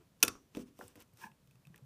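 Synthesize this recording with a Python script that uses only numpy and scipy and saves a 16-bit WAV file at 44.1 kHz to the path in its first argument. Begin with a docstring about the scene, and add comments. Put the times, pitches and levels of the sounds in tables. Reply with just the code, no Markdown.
"""A plastic crochet hook works rubber bands over the pegs of a small plastic loom on a table.
Early on the hook snaps off a peg with bright cracks and rings, and the loom knocks on the table.
Light ticks, softer knocks, low bumps and hissing rubs of fingers and bands follow, made from noise and tones.
Past the middle one band drags with a short squeak of unsteady tones, then the handling goes on.
Throughout there is the short echo of a small room, with low noise and a faint wavering hum."""
import sys
import numpy as np
from scipy import signal
from scipy.fft import rfft, irfft, next_fast_len
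from scipy.io import wavfile

SR = 44100
rng = np.random.default_rng(int(sys.argv[2]) if len(sys.argv) > 2 else 0)


def bounce(signal):
    """Save signal as a 16-bit WAV file at the path given by the first command-line argument."""
    frames = np.transpose(np.atleast_2d(signal))
    limited = np.clip(frames, -1, 1)
    pcm = np.round(limited * 32767).astype(np.int16)
    wavfile.write(sys.argv[1], SR, pcm)


N = 81585  # length in samples

TILT_PIVOT_HZ = 3920  # a treble tilt leaves this pitch unchanged


def amp(db):
    """Turns decibels into a gain."""
    return 10 ** (np.asarray(db) / 20)


def evened(x):
    """Scales a sound to an average (rms) strength of 1."""
    return x / np.sqrt(np.mean(x ** 2) + 1e-20)


def read(points, hz):
    """Reads values between the points of a table, along a log-frequency axis."""
    point_hz, value = np.transpose(points)
    return np.interp(np.log(hz + 1), np.log(point_hz + 1), value)


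def add(mix, start_s, sound):
    """Mixes a sound in at a given time, cutting off what runs past the end."""
    part = mix[max(round(start_s * SR), 0):][:len(sound)]
    part += sound[:len(part)]


def octaves(hz, centre_hz):
    """Gives the distance in octaves from a centre; the added 20 Hz keeps the log finite."""
    return np.log2((hz + 20) / centre_hz)


def colour(x, curve):
    """Filters a sound by curve(Hz) in dB, with no response ahead of the sound itself."""
    size = next_fast_len(2 * len(x))
    hz = abs(np.fft.fftfreq(size, 1 / SR))
    log_gain = np.log(amp(curve(hz)))
    # The Hilbert transform finds the phase that makes the filter respond as early as it can
    response = np.exp(np.conj(signal.hilbert(log_gain)))
    return np.fft.ifft(np.fft.fft(x, size) * response).real[:len(x)]


def noise(spectrum, size):
    """Makes noise of rms 1 whose strength at each pitch follows a table."""
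    gain = amp(read(spectrum, np.fft.rfftfreq(size, 1 / SR)))
    return evened(irfft(rfft(rng.standard_normal(size)) * gain, size))


def ring(modes, t):
    """A struck body rings as a sum of fading tones; each drops 60 dB in its own t60."""
    total = np.zeros(len(t))
    for hz, db, t60 in modes:
        fade = np.exp(-np.log(1000) * t / t60)
        total += amp(db) * fade * np.sin(2 * np.pi * hz * t)
    return total


def snap(db, tilt_db, first_hz, first_db, second_hz, second_db):
    """The hook springs free and strikes a peg, which rings fully."""
    return click(db, tilt_db, [(first_hz, first_db), (second_hz, second_db)], ring_db=0, decay_s=0.0024)


def tick(db, tilt_db, favoured_hz, lift_db):
    """A light, brief touch, its ring muted by fingers and bands."""
    return click(db, tilt_db, [(favoured_hz, lift_db)], ring_db=-2.5, decay_s=0.002)


def click(db, tilt_db, lifts, ring_db, decay_s):
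    """Plastic meets plastic: a crack and a short ring, coloured by the place of contact."""
    # Ring of hook and pegs: pitch_hz, level_db, t60_s
    peg_modes = [(1113, -27.5, 0.031), (1427, -35.5, .06), (1650, -30.5, 0.024), (2491, -28.5, 0.028),
                 (2601, -17, 0.019), (3165, -23, 0.022), (3540, -28, .04), (4740, -30.5, .028),
                 (5590, -24, 0.016), (5880, -23, 0.014), (8510, -26.5, 0.006), (9525, -25.5, 0.015),
                 (11790, -29, 0.024), (12580, -24.5, 0.0075), (15400, -27, 0.006)]
    # Dense crack of the contact: pitch_hz, level_db (per Hz)
    crack_spectrum = [(60, -16), (300, -8.5), (700, -9.5), (1200, -2), (1900, -2.5), (3000, -1.5),
                      (4200, -4), (5500, -1), (7400, -1), (9500, -1.5), (13500, -1.5), (15000, -0.5)]
    crack_db, contact_s, lift_octaves = -8.5, 0.0004, 0.29
    t = np.arange(SR // 16) / SR

    def contact(hz):
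        """Tilts the treble and lifts (or dips, if negative) the pitches near each centre."""
        total = tilt_db * octaves(hz, TILT_PIVOT_HZ)
        for centre_hz, lift_db in lifts:
            total = total + lift_db * np.exp(-(octaves(hz, centre_hz) / lift_octaves) ** 2)
        return total

    crack = amp(crack_db) * noise(crack_spectrum, len(t)) * np.exp(-t / decay_s)
    body = amp(ring_db) * ring(peg_modes, t)
    onset = np.minimum(t / contact_s, 1)
    return amp(db) * colour((crack + body) * onset, contact)


def knock(db, centre_hz, spread_octaves):
    """A soft blow thuds and rings those modes of loom and table that lie near its register."""
    # Ring of loom and table: pitch_hz, level_db, t60_s
    table_modes = [(111, -10.5, 0.18), (226, -8, .12), (268, -1.5, 0.15), (296.7, -5.5, .13),
                   (377.5, -5.5, 0.12), (490, -2, 0.095), (570, -7.5, 0.091), (806, -13.5, .05),
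                   (1000, -9, 0.054), (1193, -11.5, .025), (1391, -7.5, 0.026)]
    thud_spectrum = [(150, -1), (1400, -0.5), (2000, -9.5), (15000, -26)]  # pitch_hz, level_db
    thud_decay_s, ring_rise_s, skirt_db = 0.003, 0.0023, 11
    t = np.arange(SR // 4) / SR

    def reach(hz):
        """Weakens pitches the farther they lie from the centre of the blow."""
        return skirt_db * (1 - np.sqrt(1 + (octaves(hz, centre_hz) / spread_octaves) ** 2))

    thud = colour(noise(thud_spectrum, len(t)) * np.exp(-t / thud_decay_s), reach)
    reached_modes = [(hz, level_db + reach(hz), t60) for hz, level_db, t60 in table_modes]
    body = ring(reached_modes, t) * np.minimum(t / ring_rise_s, 1)
    return amp(db) * (thud + body)


def bump(db, hz, rise_s, decay_s):
    """A hand nudges the table: one low, soft swell of tone."""
    t = np.arange(SR // 2) / SR
    swell = np.minimum(t / rise_s, 1) * np.exp(-np.maximum(t - rise_s, 0) / decay_s)
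    return amp(db) * swell * np.sin(2 * np.pi * hz * t)


def rub(peak_s, rise_s, fall_s, db, tilt_db):
    """Skin or a band slides on plastic: fine friction grains and hiss that swell and fade."""
    # Colour of the rubbing: pitch_hz, level_db (per Hz)
    rub_spectrum = [(100, -7.5), (400, 6.5), (650, -3), (1000, 4), (1900, -0.5), (2800, 5), (4300, -2.5),
                    (5800, 4.5), (7000, -1.5), (8500, 1.5), (11000, -4), (15000, -0.5)]
    grains_per_s, grain_share = 4700, 0.5
    t = np.arange(N) / SR - peak_s
    grains = evened(rng.standard_normal(N) * (rng.random(N) < grains_per_s / SR))
    friction = grain_share * grains + (1 - grain_share) * rng.standard_normal(N)
    hz = np.fft.rfftfreq(N, 1 / SR)
    gain = amp(read(rub_spectrum, hz) + tilt_db * octaves(hz, TILT_PIVOT_HZ))
    hiss = evened(irfft(rfft(friction) * gain, N))
    swell = np.exp(-(t / np.where(t < 0, rise_s, fall_s)) ** 2)
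    return amp(db) * hiss * swell


def squeak():
    """A rubber band drags in a few slips; its unsteady tones sag as it lets go."""
    # Slips of the dragged band: peak_s, length_s (spread of the bell-shaped swell), level_db
    slips = [(1.224, 0.0078, -54.5), (1.2402, 0.0045, -54), (1.242, 0.0033, -45.5), (1.267, 0.0067, -54.5)]
    # Tones of the squeak: pitch_hz (before sag and wander), level_db
    tones = [(900, -1), (1030, -6.5), (1670, -1), (2450, -10.5)]
    wander_share, wander_hz, sag_per_s = 0.047, 221, 0.92  # rms share of the pitch, low-pass edge, sag rate
    t = np.arange(N) / SR
    force = sum(amp(db) * np.exp(-((t - peak_s) / length_s) ** 2 / 2) for peak_s, length_s, db in slips)
    # The pitch slides down through its table value at the second slip
    sag = np.exp(-sag_per_s * np.clip(t - slips[1][0], -0.1, 0.1))
    smoother = signal.butter(2, wander_hz, fs=SR, output="sos")
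    out = np.zeros(N)
    for hz, db in tones:
        wander = evened(signal.sosfilt(smoother, rng.standard_normal(N)))
        pitch_hz = hz * sag * (1 + wander_share * wander)
        out += amp(db) * np.sin(2 * np.pi * np.cumsum(pitch_hz) / SR)
    return force * out


def room(x):
    """A small room answers with a diffuse tail of noise that fades at its own rate at each pitch."""
    # Echo of the room: pitch_hz, level_db, t60_s
    echo = np.array([(100, -9, 0.36), (295, -5.5, 0.49), (520, -8, 0.12), (1110, -5, 0.17),
                     (2734, -18, 0.13), (5970, -20, 0.3), (10000, -20, 0.17), (14820, -23, .11)])
    delay_s = 0.0054
    hz, t, cells = signal.stft(rng.standard_normal(SR // 2), SR, nperseg=256)
    rate = np.log(1000) / read(echo[:, [0, 2]], hz)[:, None]
    # The square root keeps the echo's energy independent of how long it lasts
    gain = amp(read(echo[:, [0, 1]], hz))[:, None] * np.sqrt(2 * rate / SR)
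    tail = signal.istft(cells * gain * np.exp(-rate * t), SR, nperseg=256)[1]
    out = np.zeros(N)
    add(out, delay_s, signal.fftconvolve(x, tail))
    return out


def background():
    """Low room noise with faint hiss, and a hum whose strength wavers with slow noise."""
    # Colour of the room noise: pitch_hz, level_db (per Hz)
    floor_spectrum = [(21, -40), (35, -11), (134, -6.5), (169, -4.5), (334, -18.5), (541, -18), (833, -25),
                      (922, -24), (1830, -28.5), (2300, -29), (15000, -35.5)]
    floor_db, hum_hz, hum_db = -70, 136.3, -81.5  # hum_db is its level before the wavering
    drift = noise([(1, 0), (6, 0), (20, -40), (100, -100)], N)  # pitch_hz, level_db
    tone = np.sqrt(2) * np.sin(2 * np.pi * hum_hz * np.arange(N) / SR)
    hum = tone * (1 + drift)
    return amp(floor_db) * noise(floor_spectrum, N) + amp(hum_db) * hum


def scene():
    """Puts all the handling sounds in the room, over its background."""
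    # Hook snapping against pegs: start_s, level_db, tilt_db (per octave),
    # first_pitch_hz, first_lift_db, second_pitch_hz, second_lift_db
    snaps = [(0.2279, -4, .5, 5856, 8, 2870, 4.5), (0.2335, -3, -1.14, 10020, 3.5, 6660, -6.5),
             (0.2489, -26.5, 3.5, 6000, 7, 3000, -3.5), (0.2802, -15.5, -2.2, 4750, 7.5, 9100, 8.5),
             (0.2856, -32, -7.5, 4900, 18.5, 2627, -1)]
    # Light ticks of hook and bands: start_s, level_db, tilt_db (per octave), favoured_pitch_hz, lift_db
    ticks = [(0.204, -53, 1, 5610, 6), (0.353, -46, -7, 1250, 9), (0.5495, -37, -5, 3300, 11.5),
             (0.5697, -33.5, -3.5, 7000, 4), (0.7899, -46, 1.5, 12980, 7.5), (0.8802, -48, 4, 8700, 10.5),
             (0.9557, -45, 1.5, 2000, 15), (0.9601, -46.5, 3, 13000, -10), (1.003, -55, 12, 12860, -3),
             (1.0225, -55.5, 9.5, 13000, -2), (1.1353, -58.5, 3, 9000, 0), (1.1723, -47, 1.5, 6000, 3),
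             (1.3156, -52, -6, 2870, 11.5), (1.4737, -55.5, -1, 2963, 6.5), (1.5101, -56, 3, 2604, 14),
             (1.5552, -53, -4.5, 1301, 2), (1.652, -54.5, -1, 2645, 17.5), (1.67, -46.5, -2.5, 3300, 4),
             (1.7431, -49, -6, 1810, 14.5), (1.7596, -43.5, 0.5, 1750, 6), (1.778, -47, -1.5, 2600, 7)]
    # Loom knocking on the table: start_s, level_db, centre_hz, spread_octaves
    knocks = [(0.2337, -33, 374, 1.46), (0.2806, -45.5, 300, 0.94), (0.5498, -43.5, 237, 0.7),
              (0.551, -52, 937, 0.32), (0.5701, -31, 338, 0.57), (0.5978, -40.5, 248.3, 0.54),
              (0.7905, -44, 523, 0.67), (0.8106, -39.5, 1210, 0.55), (0.812, -44.5, 515, .4),
              (0.826, -47.5, 460, 0.64), (0.956, -55, 507, 1.8), (0.976, -52.5, 345, 1.23),
              (1.243, -37, 203.6, 0.17), (1.745, -53, 109, 1.07), (1.785, -57.5, 810, 0.56)]
    # Dull bumps of the hands: start_s, level_db, pitch_hz, rise_s, decay_s
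    bumps = [(0.238, -54, 75.5, .004, .013), (0.335, -61, 62, 0.0046, 0.005), (0.581, -55, 59, 0.012, 0.02),
             (0.843, -54.5, 100, 0.0046, 0.026), (0.975, -58.5, 102, 0.0054, .015),
             (1.135, -55.5, 115.3, 0.0066, 0.015), (1.305, -59.5, 141, 0.01, 0.015),
             (1.479, -59, 132, 0.011, 0.029), (1.544, -59.5, 129.5, 0.0078, 0.037),
             (1.663, -51, 148.8, 0.015, 0.032), (1.70, -48, 154.7, 0.0036, 0.022),
             (1.818, -48.5, 135, .012, 0.046)]
    # Skin and bands sliding on plastic: peak_s, rise_s, fall_s, level_db, tilt_db (per octave)
    rubs = [(0.0, .02, 0.047, -62.5, -7), (0.221, .018, .006, -66.5, -2.5), (0.31, .03, 0.07, -63, -3.5),
            (0.56, 0.0064, 0.014, -56, -3), (0.609, 0.053, 0.023, -59.5, -1.5),
            (0.681, .02, 0.017, -70, -2), (0.821, 0.044, 0.075, -62, 0.6), (0.89, 0.017, 0.053, -69.5, -3),
            (0.973, 0.011, 0.014, -66, -2.5), (1.012, 0.021, 0.018, -59.5, -2),
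            (1.228, 0.045, 0.044, -58, -.5), (1.765, 0.046, .03, -72, -4.5)]
    dry = squeak() + sum(rub(*row) for row in rubs)
    for source, events in ((snap, snaps), (tick, ticks), (knock, knocks), (bump, bumps)):
        for start_s, *settings in events:
            add(dry, start_s, source(*settings))
    return (dry + room(dry) + background())[None]


def record(dry):
    """The microphone cuts the lowest bass and the recorder limits the treble."""
    low_cut_hz, edge_hz = 30, 15300
    low_cut = signal.butter(2, low_cut_hz, "highpass", fs=SR, output="sos")
    thinned = signal.sosfilt(low_cut, dry)
    band_limit = signal.firwin(255, edge_hz, window=("kaiser", 8), fs=SR)
    return signal.oaconvolve(thinned, band_limit[None], "same")


dry = scene()
out = record(dry)
bounce(out)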